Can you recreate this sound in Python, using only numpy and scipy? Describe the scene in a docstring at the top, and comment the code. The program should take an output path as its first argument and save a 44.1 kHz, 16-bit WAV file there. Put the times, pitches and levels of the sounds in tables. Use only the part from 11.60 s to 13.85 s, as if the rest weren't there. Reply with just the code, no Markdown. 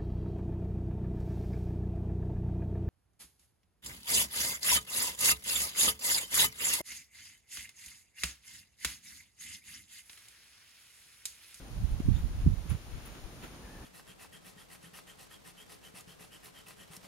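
"""Gusts in a reed bed buffet the two ports of a camera microphone, mostly the right one, then die down.
Their turbulent pressure is heard as a low rumble, single eddies as thumps. Behind it far wind murmurs
and the reeds hiss; dry leaves brush and squeak by friction, stems tick in their high modes, and a thin
far whistle sounds at the end. The recorder whines faintly, just above a narrow notch in its treble."""
import sys
import numpy as np
from scipy.fft import rfft, irfft, next_fast_len
from scipy.io import wavfile
from scipy.ndimage import uniform_filter1d, map_coordinates

SR = 44100
rng = np.random.default_rng(int(sys.argv[2]) if len(sys.argv) > 2 else 0)


def inscribe(sig):
    """Save sig as 16-bit PCM at rate SR to the path in sys.argv[1].

    A 1-D sig is mono; a 2-D sig holds one channel per row.
    Samples are clipped to [-1, 1] before scaling.
    """
    pcm = np.round(np.clip(np.atleast_2d(sig).T, -1, 1) * 32767)
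    wavfile.write(sys.argv[1], SR, pcm.astype(np.int16))


N = 99225
LEAF_COHERENCE = 0.25  # between left and right


def amp(db):
    """Amplitude ratio of a level in decibels."""
    return 10 ** (np.asarray(db) / 20)


def unit(x):
    """Normalisation to rms 1."""
    return x / np.sqrt(np.mean(x ** 2) + 1e-20)


def along(points, hz):
    """Interpolation of (f/Hz, value) points on a logarithmic frequency axis."""
    f, values = np.transpose(points)
    return np.interp(np.log(hz + 1), np.log(f + 1), values)


def clock():
    """Sample times t/s."""
    return np.arange(N) / SR


def curve(points):
    """Linear interpolation of (t/s, value) points."""
    return np.interp(clock(), *np.transpose(points))


def wobble(rate):
    """Smooth random modulation: a spline through `rate` Gaussian values a second."""
    return map_coordinates(rng.standard_normal(N // 8), [clock() * rate], mode="wrap")


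def filtered(x, response):
    """Linear filtering: the spectrum is multiplied by a frequency response."""
    size = next_fast_len(N + SR // 2)
    return irfft(rfft(x, size) * response(np.fft.rfftfreq(size, 1 / SR)), size)[..., :N]


def noise(gain, coherence, left_db=0):
    """Partly coherent stereo noise of rms 1; coherence is a number or (f/Hz, value) points."""
    def mid_side_gain(hz):
        correlation = along(coherence, hz) if np.ndim(coherence) else np.full_like(hz, coherence)
        angle = np.arccos(np.clip(correlation, -1, 1)) / 2
        return gain(hz) * [np.cos(angle), np.sin(angle)]
    mid, side = filtered(rng.standard_normal((2, N)), mid_side_gain)
    return unit(np.array([(mid + side) * amp(left_db), mid - side]))


def colour(points):
    """Frequency response through (f/Hz, level/dB) points."""
    return lambda hz: amp(along(points, hz))


def resonant(modes):
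    """Modal response: a sum of Lorentzian peaks (f/Hz, width/Hz, level/dB)."""
    return lambda hz: sum(amp(db) / (1 + (2 * (hz - centre) / width) ** 2) for centre, width, db in modes)


def swell(peak_s, rise_s, fall_s):
    """Exponential growth to a peak, then exponential decay."""
    t = clock() - peak_s
    return np.exp(-np.maximum(-t / rise_s, t / fall_s))


def marsh_wind():
    """Distant turbulence murmurs; its coherence between the ports falls with frequency."""
    # strength of the murmur (t/s, level/dB)
    levels = [(0, -53), (1.2, -54), (1.8, -52), (2.25, -49.5)]
    # its spectrum (f/Hz, relative level/dB)
    spectrum = [(12, -28), (30, 0.5), (60, 3), (90, -3.5), (130, -2.5), (185, -5.5), (265, -5), (450, -12),
                (800, -15.5), (1500, -23.5), (3000, -36), (8000, -72)]
    # likeness of left and right (f/Hz, coherence)
    coherence = [(50, 1), (300, 0.76), (800, 0.76), (2000, 0.36)]
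    return noise(colour(spectrum), coherence) * amp(curve(levels) + 0.41 * wobble(13.3))


def reed_hiss():
    """The reeds hiss as broadband noise, almost incoherent between the ports."""
    # spectrum of the hiss (f/Hz, relative level/dB)
    spectrum = [(100, -1), (1000, 1.5), (2000, -.5), (3200, -1.5), (5000, -4), (7000, -5), (9200, -2),
                (10300, 0.5), (11800, -4), (15500, -8.5)]
    # its nearly even strength (t/s, level/dB)
    levels = [(0, -55), (.3, -53.5), (1.0, -54.5), (1.5, -54.5), (2.25, -54.5)]
    return noise(colour(spectrum), coherence=0.03, left_db=1.7) * amp(curve(levels))


def far_whistle():
    """One note, perhaps a bird's, is modulated in frequency and amplitude on its way through the wind."""
    start_s, end_s, fade_s = 2.025, 2.24, 0.014
    gate = np.clip(np.minimum(clock() - start_s, end_s - clock()) / fade_s, 0, 1)
    pitch_hz = 1745 + 61.4 * wobble(240)
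    note = np.sin(2 * np.pi * np.cumsum(pitch_hz) / SR)
    flutter_db = 4 * np.array([wobble(60), wobble(60)])
    return amp(-63) * gate * unit(note * amp(flutter_db))


def leaf_squeak():
    """Sliding friction makes one leaf ring faintly at two resonances."""
    # leaf resonances (f/Hz, width/Hz, relative level/dB)
    modes = [(3580, 540, -1), (7000, 280, -5)]
    return amp(-56) * swell(0.568, rise_s=0.027, fall_s=0.021) * noise(resonant(modes), LEAF_COHERENCE)


def stem_ticks():
    """Brief slips excite the high modes of dry stems, which decay exponentially."""
    # slips (t/s, level/dB, relative level of the upper modes/dB)
    ticks = [(.315, -52.5, -14), (1.099, -40, -26), (1.119, -51, -16), (1.459, -46, -4), (1.478, -56, -7),
             (1.555, -77, -3), (1.655, -54, -21)]
    # stem resonances, lower and upper group (f/Hz, width/Hz, relative level/dB)
    lower_modes = [(10110, 240, 5), (10440, 240, -15), (10800, 600, -5)]
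    upper_modes = [(14480, 100, -3), (15010, 200, -4)]
    lower = noise(resonant(lower_modes), coherence=0.36, left_db=4.5)
    upper = noise(resonant(upper_modes), coherence=0.36, left_db=4.5)
    return sum(amp(db) * swell(peak_s, rise_s=0.0025, fall_s=0.0092) * (lower + amp(upper_db) * upper)
               for peak_s, db, upper_db in ticks)


def leaf_rustle():
    """Friction noise swells with each brush, with a fine crinkle above and a low thud below."""
    # brushes (t/s, level/dB, rise/s, fall/s, relative crinkle level/dB, relative thud level/dB)
    brushes = [(.402, -53.5, 0.0067, .009, -6, -20), (.555, -55, 0.035, .025, -18, -21),
               (.59, -62, .02, .035, 7, -20), (.815, -54, 0.019, 0.023, -18, -20),
               (1.108, -46, 0.015, 0.033, -3, -5.5), (1.36, -55.5, .04, 0.082, -11, -4.5),
               (1.468, -54.5, 0.021, 0.032, -3, -18), (1.555, -55, 0.023, 0.048, -8, -6),
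               (1.844, -47.5, .02, 0.024, -4, -2.5), (1.95, -59.5, 0.028, .04, -15, -12)]
    # spectra of the friction and the crinkle (f/Hz, relative level/dB)
    friction_spectrum = [(300, 3.5), (700, -3), (1400, 1), (2000, -1.5), (2700, 0), (3600, -5), (4800, -13),
                         (6200, -11), (6900, -7), (7600, -9.5), (9200, -10), (12000, -15), (15500, -26)]
    crinkle_spectrum = [(3000, -4), (7000, -18), (10200, 2), (11800, -2), (13300, -1), (15500, -3)]
    # low thud under the brushes, perhaps from touching the camera (f/Hz, width/Hz, relative level/dB)
    thud_modes = [(253, 150, -5.5), (1356, 76, -11.5)]
    grain_db, grains_per_s = 2, 800
    friction, crinkle, thud = (
        unit(noise(gain, LEAF_COHERENCE, left_db=-0.2) * amp(grain_db * wobble(grains_per_s)))
        for gain in (colour(friction_spectrum), colour(crinkle_spectrum), resonant(thud_modes)))
    out = np.zeros((2, N))
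    for peak_s, db, rise_s, fall_s, crinkle_db, thud_db in brushes:
        texture = friction + amp(crinkle_db) * crinkle + amp(thud_db) * thud
        out += amp(db) * swell(peak_s, rise_s, fall_s) * texture
    return out


def eddies():
    """A passing eddy is a pressure pulse between two suctions; skew and arrival differ at each port."""
    # eddies striking the ports (t/s, left level/dB, right level/dB, width/ms)
    strikes = [(0.255, -50, -18, 4.1), (.325, -27, -19, 4.7), (0.404, -42, -19, 1.15),
               (0.487, -32, -14.5, 1.3), (0.522, -38, -18.5, 2.64), (.546, -41, -19, 4.2),
               (0.862, -17, -40, 3), (.866, -32, -13, 1.22), (0.876, -23, -10.5, 1.9),
               (.941, -51, -19, 2.3), (1.123, -37, -21, 2.2), (1.149, -49, -26, 1.9),
               (1.343, -30, -60, 5.9), (1.646, -34.5, -46, 5.8)]
    out = np.zeros((2, N))
    for centre_s, left_db, right_db, width_ms in strikes:
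        shift, skew = 0.5 * rng.standard_normal((2, 2, 1))
        u = (clock() - centre_s) * 1000 / width_ms + shift  # time in pulse widths
        out += amp([[left_db], [right_db]]) * (1 - u ** 2 + skew * u) * np.exp(-u ** 2 / 2)
    return out


def buffeting():
    """Turbulent pressure fluctuations rumble at each port in proportion to the wind pressure there."""
    # turbulence spectra; the sheltered left port is duller (f/Hz, relative level/dB)
    left_spectrum = [(10, -22), (22, -2), (42, -0.5), (80, -4.5), (120, -9), (170, -20), (250, -25.5),
                     (400, -35.5), (800, -67), (2000, -100)]
    right_spectrum = [(10, -22), (24, -3.5), (45, 3), (85, -2), (115, -9), (170, -11), (250, -21),
                      (400, -38.5), (800, -62), (2000, -100)]
    # wind pressure on each port (t/s, level/dB)
    left_wind = [(0, -50), (.1, -52.5), (.19, -34), (.27, -42.5), (.335, -35), (.38, -38.5), (.5, -36),
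                 (.58, -34), (.7, -40.5), (.8, -40), (.86, -22.5), (.91, -34), (.97, -54), (1.08, -44),
                 (1.13, -43), (1.19, -46.5), (1.3, -47.5), (1.35, -42.5), (1.41, -46.5), (1.58, -58),
                 (1.64, -46.5), (1.71, -63), (2.25, -65)]
    right_wind = [(0, -45), (.08, -58), (.125, -36.5), (.2, -36.5), (.245, -26.5), (.29, -39),
                  (.325, -30.5), (.37, -41), (.44, -39.5), (.475, -24), (.51, -29.5), (.57, -28.5),
                  (.61, -47), (0.647, -26.5), (.7, -40), (0.799, -32.5), (.85, -28.5), (.875, -14.5),
                  (.94, -35.5), (.97, -36), (1.085, -38.5), (1.119, -18.5), (1.154, -27.5), (1.19, -53),
                  (1.3, -54), (2.25, -69)]
    white = noise(np.ones_like, coherence=0.22)
    flow = filtered(white, lambda hz: amp([along(left_spectrum, hz), along(right_spectrum, hz)]))
    running_power = np.abs(uniform_filter1d(flow ** 2, size=2600, axis=1))
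    even_flow = flow / np.sqrt(running_power + 1e-12)
    flutter_db = 4
    return even_flow * amp([curve(wind) + flutter_db * wobble(30.32) for wind in (left_wind, right_wind)])


def scene():
    """Superposition of the wind on the ports and the sounds of the reed bed."""
    return (buffeting() + eddies() + marsh_wind() + reed_hiss()
            + leaf_rustle() + leaf_squeak() + stem_ticks() + far_whistle())


def record(dry):
    """The recorder acts as a notch filter, adds a frequency-modulated whine and limits the band."""
    # treble response of the recorder (f/Hz, gain/dB)
    notch = [(7000, 1), (7600, -5.5), (7900, -11.5), (8120, -54), (8400, -45), (8520, -33), (8750, -4),
             (9100, -5)]
    whine_hz, cutoff_hz = 8804 + 14.2 * wobble(50), 15720
    whine = amp(-73.5) * unit(np.sin(2 * np.pi * np.cumsum(whine_hz) / SR))
    return filtered(filtered(dry, colour(notch)) + whine, lambda hz: hz < cutoff_hz)


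dry = scene()
out = record(dry)
inscribe(out)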